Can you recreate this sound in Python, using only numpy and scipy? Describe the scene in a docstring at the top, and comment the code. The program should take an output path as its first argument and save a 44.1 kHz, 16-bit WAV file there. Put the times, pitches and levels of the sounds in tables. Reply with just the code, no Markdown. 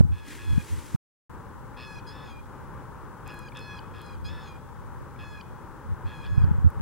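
"""Over a wavering traffic roar, hiss and a thin whine, gusts thump a microphone and blue jays scold in bare trees.
Two short jeers (squeak, rasp, clear note, catch, squeak) share the first second with a dry rustle.
Everything drops out at 0.96 s for a third of a second; then come seven more short jeers, two long buzzing ones
among them, with dry ticks from 3.3 s and thumps again near the end.
Voices are chopped harmonic stacks; air, road and rustle are shaped noise; ticks are band-passed noise bursts."""
import sys
import numpy as np
from scipy import signal
from scipy.fft import rfft, irfft, next_fast_len
from scipy.io import wavfile
from scipy.ndimage import map_coordinates

SR = 44100
rng = np.random.default_rng(int(sys.argv[2]) if len(sys.argv) > 2 else 0)


def dump_mix(stems):
    """Bounce the given channels to the path in sys.argv[1] as a 16-bit WAV at rate SR."""
    frames = np.atleast_2d(stems).T  # one column per channel
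    limited = np.clip(frames, -1, 1)  # hard clip at full scale
    pcm = np.round(limited * 32767).astype(np.int16)
    wavfile.write(sys.argv[1], SR, pcm)


N = 300541
T = np.arange(N) / SR
WHINE_HZ = 15734
TOP_HZ = 15900

# hiss spectrum: (frequency [Hz], relative level [dB])
HISS_COLOUR = [(1500, 5), (3000, -0.5), (5000, 0), (8000, 0.5), (11000, -1), (13500, -4), (15700, -8)]
# far traffic spectrum: (frequency [Hz], relative level [dB])
TRAFFIC_COLOUR = [(18, -50), (30, -4), (139, 0), (173, -5), (315, -10), (354, -9.5), (433, -11),
                  (507, -9.5), (684, -16.5), (818, -8), (959, -7), (1550, -14.5), (1890, -24), (2400, -33),
                  (3500, -40), (4550, -56), (7700, -120)]
# far traffic before and after the dropout, two lists: (time [s], relative level [dB])
TRAFFIC_LEVEL = [
    [(0.05, -57), (0.298, -56.5), (0.458, -54), (0.75, -54.5)],
    [(1.55, -51), (3.47, -50), (4.88, -51), (6.7, -49.5)],
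]
# gusts at the microphone: (time [s], half length [s], level before turbulence [dB])
GUSTS = [(0.009, 0.08, -17.5), (0.119, 0.069, -30), (0.54, 0.061, -21.5), (0.73, 0.018, -25),
         (0.782, 0.023, -27.5), (0.947, 0.021, -34), (4.273, 0.089, -29), (5.0, 0.23, -47),
         (5.917, 0.038, -27), (6.065, 0.021, -25), (6.45, 0.15, -20.5), (6.661, 0.022, -16.5),
         (6.81, 0.031, -18.5)]
# strongest eddies: (time [s], level [dB], centre [Hz])
BUFFETS = [(.009, -0.5, 150), (0.053, -14, 132), (.534, -12, 100), (0.581, -8, 143.4), (.949, -11.5, 139),
           (6.382, -6, 108), (6.443, -9, 122), (6.515, -7.5, 122), (6.588, -13.5, 110), (6.647, -5.5, 122)]
# strong wind spectrum: (frequency [Hz], relative level [dB])
GUST_COLOUR = [(20, -60), (45, -17), (85, 17), (140, -7.5), (210, -6.5), (320, -18.5), (600, -41),
               (1500, -59.5)]
# light wind spectrum: (frequency [Hz], relative level [dB])
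BREEZE_COLOUR = [(20, -17), (45, 6.5), (90, -17), (140, -8), (220, -11), (480, -14.5), (700, -29),
                 (900, -20.5), (2000, -37)]
# short jeers: (start [s], end [s], nominal pitch [Hz], relative level [dB], crescendo [dB],
#   rasp length [s], rasp level [dB], tilt [dB/octave], bill resonance [Hz], its lift [dB],
#   top harmonics [dB], opening squeak [dB], closing squeak [dB])
JEERS = [ (.115, .336, 845, -5.5, 6.5, 0.093, 1, -1, 3190, 3, -1.5, -69, -68),
         (0.378, .622, 844, -1, -0.5, 0.075, 1.5, -2, 3220, 7.5, -7, -70, -73.5),
         (1.767, 1.996, 851, 1, 1.5, 0.084, 2, 1.5, 5500, -1, 1, -59, -56),
         (3.256, 3.486, 839, -1.5, 0.5, 0.081, 1, -0.5, 2000, 7.5, 2, -62, -52),
         (3.546, 3.79, 851, 2.5, 0, 0.061, 0, 1, 5000, 0.5, -3, -49, -48),
         (3.934, 4.15, 836, -4.5, -1, 0.1, 0.5, 0.5, 4150, 4.5, 0, -64, -60),
         (5.185, 5.411, 849, -0.5, 0, 0.05, -0.5, -1, 2000, -1.5, 0.5, -54, -52),
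         (6.052, 6.261, 838, -2.5, 2.5, 0.085, 0, 0, 2900, 7, 1, -73, -57),
         (6.226, 6.441, 844, -4, -2, 0.061, 2.5, -1, 1700, 5, 0, -66, -56), ]
# short jeer timbre: (harmonic number, rasp [dB], clear note [dB], catch [dB])
JEER_TIMBRE = [(2, -55.5, -55, -57), (3, -56, -57.5, -56), (4, -57, -61.5, -62.5), (5, -67, -63.5, -67.5),
               (6, -66.5, -66, -65.5)]
# long jeers: (start [s], end [s], nominal pitch [Hz], relative level [dB],
#   buzz start [s], buzz end [s], buzz rate [Hz])
LONG_JEERS = [(2.068, 2.404, 828, -3, 2.116, 2.318, 213.6), (4.248, 4.57, 830, 0, 4.288, 4.488, 212)]
# long jeer timbre: (harmonic number, bright opening [dB], buzz [dB], buzz stop [dB], closing whistle [dB])
LONG_TIMBRE = [(2, -56.5, -52, -62, -76), (3, -60, -61, -60, -53.5), (4, -54, -55, -57, -67),
               (5, -58, -70, -66, -77), (6, -52, -65, -61.5, -75)]
# harmonics above the sixth: (harmonic number, level against the fifth if odd, sixth if even [dB])
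TOP_HARMONICS = [(7, -12), (8, -10), (9, -17), (10, -15), (11, -24), (12, -18), (13, -14), (14, -25)]
# second syrinx vibration, rasping and buzzing:
#   (chop depth [0-1], pitch kick [Hz], chop lag [rad], scatter of that lag [rad])
RASP = (.4, 26, .3, .9)
BUZZ = (.3, -32, 1.4, .7)
# dry rustle: (time [s], relative level [dB])
RUSTLE_LEVEL = [(0.2, -72), (0.222, -79), (0.284, -58.5), (0.34, -58.5), (0.45, -64.5), (0.702, -57.5),
                (0.956, -61.5), (0.96, -66)]
# spectra of the rustle, its wide part and its scuff: (frequency [Hz], relative level [dB])
RUSTLE_COLOUR = [(300, 16.5), (900, -6.5), (1800, 4), (2800, -1), (4200, -4), (6000, -4), (8500, -4.5),
                 (12000, -10.5), (15500, -19)]
RUSTLE_WIDE_COLOUR = [(2000, -10.5), (4500, -9), (7500, 4.5), (11000, 4.0), (15500, 4)]
SCUFF_COLOUR = [(1100, -15.0), (1900, -2.0), (3000, -11), (4200, -16.5)]
# dry ticks: (time [s], relative peak [dB], centre [Hz])
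TICKS = [(3.277, -29.5, 9400), (3.342, -33, 14000), (3.391, -33, 9000), (3.572, -27.5, 6700),
         (3.592, -34, 7300), (3.605, -39, 10000), (4.016, -32, 10400), (4.064, -40, 7000),
         (6.703, -33, 12000)]
# dropout: (start [s], end [s])
GAP_S = (.961, 1.2955)


def undb(db):
    """Decibels to amplitude gain."""
    return 10 ** (np.asarray(db) / 20)


def curve(rows):
    """Joins (time, value) rows by straight lines over the scene."""
    time_s, value = np.transpose(rows)
    return np.interp(T, time_s, value)


def walk(rate_hz, size=N):
    """Smooth random drift, spread near 1, with rate_hz random knots a second."""
    knots = rng.standard_normal(int(size * rate_hz / SR) + 4)
    return map_coordinates(knots, [1 + np.arange(size) * rate_hz / SR], order=2)


def noise(colour):
    """Noise of rms 1 with a tabled spectrum that falls away beyond its ends."""
    size = next_fast_len(N, True)
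    f = np.arange(size // 2 + 1) * SR / size + 1  # +1 avoids log(0)
    hz, db = np.transpose(colour)
    gain = undb(np.interp(np.log(f), np.log(hz), db))
    gain = gain * np.minimum(1, f / hz[0]) ** 2 * np.minimum(1, hz[-1] / f) ** 2
    y = irfft(rfft(rng.standard_normal(size)) * gain, size)[:N]
    return y / y.std()


def gate(t, start_s, end_s, edge_s):
    """Opens at start_s and shuts at end_s, with linear edges."""
    opening = np.clip((t - start_s) / edge_s + .5, 0, 1)
    closing = np.clip((end_s - t) / edge_s + .5, 0, 1)
    return opening * closing


def pan(x, left_db):
    """Places a sound by its left minus right level."""
    return undb(np.array([[left_db], [-left_db]]) / 2) * x


def add(track, start_s, sound):
    """Mixes a sound into a track, trimmed at both ends of the track."""
    i = int(start_s * SR)
    part = sound[max(-i, 0):N - i]
    track[max(i, 0):max(i, 0) + len(part)] += part


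def electronics(hiss_db=-65.0, whine_db=-75):
    """Faint even hiss, independent per channel, and a very high sine, mostly on the left."""
    hiss = undb(hiss_db) * np.array([noise(HISS_COLOUR), noise(HISS_COLOUR)])
    whine = undb(whine_db) * np.sqrt(2) * np.sin(2 * np.pi * WHINE_HZ * T)
    return pan(hiss, left_db=-0.3) + np.array([whine, 0.12 * whine])


def traffic(level_db=6.0, left_db=4.5, spread_db=-15):
    """Far roads: a broad noise roar that wavers a little, stronger on the left."""
    gain = undb(curve(np.vstack(TRAFFIC_LEVEL)) + level_db + 1.0 * walk(9))
    diffuse = np.array([noise(TRAFFIC_COLOUR), noise(TRAFFIC_COLOUR)])
    return gain * (pan(noise(TRAFFIC_COLOUR), left_db) + undb(spread_db) * diffuse)


def wind(breeze_db=-48, lull_db=-50, lean=0.31, stray_db=-16):
    """Eddies push the two microphone ports in opposite directions; the strongest land as single thumps."""
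    strength = undb(lull_db)
    for s, half_s, db in GUSTS:
        strength = strength + undb(db) * np.exp(-((T - s) / half_s) ** 2)
    push = strength * undb(walk(35)) * noise(GUST_COLOUR)
    t = np.arange(-SR // 50, SR // 50) / SR
    for s, db, hz in BUFFETS:
        swell = np.hanning(len(t)) / np.cosh(t * hz / .33)
        thump = swell * np.cos(2 * np.pi * hz * t + rng.uniform(0, 2 * np.pi))
        add(push, s - 1 / 50, undb(db) * thump)
    # eddies favour one port a little, so part is common to both
    common = lean * np.tanh(2 * walk(60)) * push
    common = common + undb(stray_db) * strength * noise(GUST_COLOUR)
    breeze = undb(breeze_db + 2.0 * walk(39)) * noise(BREEZE_COLOUR)
    return pan(np.array([common + push + breeze, common - push - breeze]), left_db=0.34)


def squeak(hz, second_db, third_db, half_s=0.0025, fall_per_s=12, grit_db=5.5):
    """A few milliseconds of scratchy, steeply falling second and third harmonics."""
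    t = np.arange(-SR // 100, SR // 100) / SR
    phase = 2 * np.pi * np.cumsum(hz * np.exp(-fall_per_s * t)) / SR
    swell = np.exp(-(t / half_s) ** 2) * undb(grit_db * walk(920, len(t)))
    return swell * (undb(second_db) * np.sin(2 * phase) + undb(third_db) * np.sin(3 * phase))


def syrinx(t, pitch_hz, levels_db, rough, rattle_hz, vibration, flip, top_db,
           jitter=0.0048, shimmer_db=1.92, sway_db=2.5):
    """A reedy harmonic stack; a second, slow vibration chops it and swings its pitch."""
    hoarse, rasp_jitter, wander_db = .28, .006, 3
    depth, swing_hz, lag_rad, scatter_rad = vibration
    size = len(t)
    # the membranes move chaotically in the attack as well as in the rasp
    chaos = np.maximum(rough, np.exp(-np.abs(t) / 0.029))
    rattle = 2 * np.pi * np.cumsum(rattle_hz * (1 + .035 * walk(70, size))) / SR
    # each cycle is a short kick, which spreads the sidebands wide
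    kick = np.cos(rattle) + .7 * np.cos(2 * rattle) + .4 * np.cos(3 * rattle)
    unsteady = 1 + (jitter + rasp_jitter * chaos) * walk(600, size)
    hz = pitch_hz * unsteady + swing_hz * rough * kick
    phase = 2 * np.pi * np.cumsum(hz) / SR

    harmonics = list(enumerate(levels_db, 2))
    for k, db in TOP_HARMONICS:
        k = round(k)
        parent_db = levels_db[-1 - k % 2]  # fifth if odd, sixth if even
        # top harmonics come and go as the bill moves
        harmonics.append((k, parent_db + top_db + db + wander_db * walk(14.0, size)))

    voice = 0
    for k, db in harmonics:
        # each harmonic peaks at its own moment of the rattle, so the sidebands are uneven
        chop = 1 + depth * rough * np.cos(rattle - lag_rad + scatter_rad * rng.standard_normal())
        scratch = 1 + hoarse * chaos * walk(800, size)
        gain = undb(db + shimmer_db * walk(300, size) + sway_db * walk(22, size))
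        gain = gain * (1 - (-1) ** k * flip) / np.hypot(1, flip)  # odd against even
        voice = voice + gain * chop * scratch * np.sin(k * phase + rng.uniform(0, 2 * np.pi))
    return np.sqrt(2) * voice


def jeer(t, length_s, pitch_hz, rasp_s, force_db, tilt_db, bill_hz, bill_db, top_db,
         scoop=0.0179, scoop_s=.015, sag=.032, catch_s=.062, catch_drop=.008,
         attack_db=-9, attack_s=0.0065, rasp_top_db=-3):
    """Rasp, clear note, catch: the pitch scoops up, then sags as the pressure runs out."""
    age = np.maximum(t, 0)
    sagging = sag * np.minimum(age / length_s, 1) ** 2.6
    hz = pitch_hz * (1 - scoop * np.exp(-age / scoop_s) - sagging)
    rough = gate(t, -1, rasp_s, edge_s=0.046)
    failing = gate(t, length_s - catch_s, 1, edge_s=0.03)
    levels_db = []
    for k, rasp_db, clear_db, catch_db in JEER_TIMBRE:
        tilt = tilt_db * np.log2(k / 3)
        # the bill's resonance comes out once the rasp has cleared
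        bill = (1 - rough) * bill_db * np.exp(-(np.log2(k * pitch_hz / bill_hz) / 0.25) ** 2)
        # higher harmonics take longer to build up
        onset = attack_db * np.exp(-age / attack_s / (k / 3))
        rasp = rough * (force_db + rasp_db - clear_db)
        catch = failing * (catch_db - clear_db)
        levels_db.append(clear_db + rasp + catch + tilt + bill + onset)
    # as the pressure fails the voice catches, flipping between odd and even harmonics
    flutter = np.sin(2 * np.pi * 44 * (t - length_s) + 1.2 * walk(40, len(t)) + 3.7)
    flip = .55 * failing * np.tanh(2 * flutter)
    hz = hz * (1 - catch_drop * flip)
    voice = syrinx(t, hz, levels_db, rough, 118, RASP, flip, top_db + rasp_top_db * rough)
    return voice * gate(t, 0, length_s, edge_s=0.0052)


def long_jeer(t, length_s, pitch_hz, buzz_from_s, buzz_to_s, buzz_hz, lift=0.053, sag=0.027,
              turn_s=0.019, hold_s=0.097, whistle_s=0.046, top_db=-3):
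    """A bright opening, a fast buzz that arches the pitch upward, and a thin closing whistle."""
    rough = gate(t, buzz_from_s, buzz_to_s, edge_s=.03)
    rise = np.clip((t - buzz_from_s) / 0.052 + .5, 0, 1)
    fall = np.clip((buzz_to_s - t) / 0.0915 + 0.183, 0, 1)
    hz = pitch_hz * (1 + lift * rise * fall - sag * t / length_s)
    stages_s = [buzz_from_s - turn_s, buzz_from_s + turn_s, buzz_from_s + hold_s,
                buzz_to_s, buzz_to_s + whistle_s]
    levels_db = []
    for _, opening, buzz, stop, whistle in LONG_TIMBRE:
        levels_db.append(np.interp(t, stages_s, [opening, buzz, buzz, stop, whistle]))
    voice = syrinx(t, hz, levels_db, rough, buzz_hz, BUZZ, 0, top_db)
    return voice * gate(t, 0, length_s, edge_s=0.011)


def jays(opening_hz=1150, opening_third_db=-12, lead_s=.022,
         closing_hz=1540, closing_third_db=0, trail_s=0.0027):
    """All jeers; the syrinx squeaks as it opens before a short one and as it shuts after it."""
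    out, margin_s = np.zeros(N), 1 / 100
    t = np.arange(SR // 2) / SR - margin_s
    for (s, end, hz, db, crescendo_db, rasp_s, force_db, tilt_db, bill_hz, bill_db, top_db,
         opening_db, closing_db) in JEERS:
        length_s = end - s
        effort = undb(db + crescendo_db * (t / length_s - .5))
        voice = jeer(t, length_s, hz, rasp_s, force_db, tilt_db, bill_hz, bill_db, top_db)
        opening = squeak(opening_hz, opening_db, opening_db + opening_third_db)
        closing = squeak(closing_hz, closing_db, closing_db + closing_third_db)
        add(out, s - lead_s - margin_s, opening)
        add(out, s - margin_s, effort * voice)
        add(out, end + trail_s - margin_s, closing)
    for s, end, hz, db, buzz_from, buzz_to, buzz_hz in LONG_JEERS:
        voice = long_jeer(t, end - s, hz, buzz_from - s, buzz_to - s, buzz_hz)
        add(out, s - margin_s, undb(db) * voice)
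    return out


def woods(x, t60_s=1.1, width=0.44):
    """Trunks and branches scatter back a faint tail, mostly of the middle harmonics."""
    wet_db, band_hz = -12, (2200, 3900)
    t = T[:SR]
    tail = rng.standard_normal((2, SR)) * undb(-60 * t / t60_s) * (1 - np.exp(-t / 0.0037))
    tail = tail / np.sqrt(np.sum(tail[0] ** 2))  # unit energy before the band-pass
    tail = signal.sosfilt(signal.butter(2, band_hz, "band", fs=SR, output="sos"), tail)
    mid, side = undb(wet_db) * signal.fftconvolve(x[None], tail, axes=1)[:, :N]
    return np.array([mid + width * side, mid - width * side])


def rustle(level_db=10.5, spread_db=-4, scuff_db=-50, scuff_at_s=.325, scuff_half_s=0.07):
    """A close, dry, fine-grained noise rustle whose treble is wide, with a fuller scuff early on."""
    gain = undb(curve(RUSTLE_LEVEL) + level_db + 1.0 * walk(150))
    gain = gain * gate(T, 0.14, 0.97, edge_s=.06)
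    scuff_swell = np.exp(-((T - scuff_at_s) / scuff_half_s) ** 2)
    scuff = undb(scuff_db + 2.0 * walk(120)) * scuff_swell * noise(SCUFF_COLOUR)
    wide = gain * undb(spread_db) * noise(RUSTLE_WIDE_COLOUR)
    return pan(gain * noise(RUSTLE_COLOUR) + scuff, left_db=2.5) + np.array([wide, -wide])


def ticks(decay_s=0.00083, level_db=-6, right_share=0.98):
    """Tiny bright clicks close by: band-passed noise bursts, drawn separately for each port."""
    out, t = np.zeros((2, N)), T[:SR // 100]
    for s, db, hz in TICKS:
        band_hz = [hz * .75, min(hz * 1.3, SR * .45)]
        band = signal.butter(2, band_hz, "band", fs=SR, output="sos")
        for channel, share in zip(out, (1, right_share)):
            click = signal.sosfilt(band, rng.standard_normal(len(t)) * np.exp(-t / decay_s))
            add(channel, s, share * undb(db + level_db) * click / np.abs(click).max())
    return out


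def scene():
    """Birds straight ahead in the trees, over traffic and wind."""
    birds = jays()
    background = electronics() + traffic() + wind()
    return background + pan(birds, left_db=0.0) + woods(birds) + rustle() + ticks()


def record(dry):
    """Partly notches out a band near 700 Hz, silences the gap and cuts the top."""
    notched = signal.lfilter(*signal.iirnotch(690, 5.0, fs=SR), dry)
    dipped = dry + 0.59 * (notched - dry)
    heard = dipped * (1 - gate(T, *GAP_S, edge_s=0.002))
    low_pass = signal.ellip(10, .1, 80, TOP_HZ, fs=SR, output="sos")
    return signal.sosfilt(low_pass, heard)


dry = scene()
out = record(dry)
dump_mix(out)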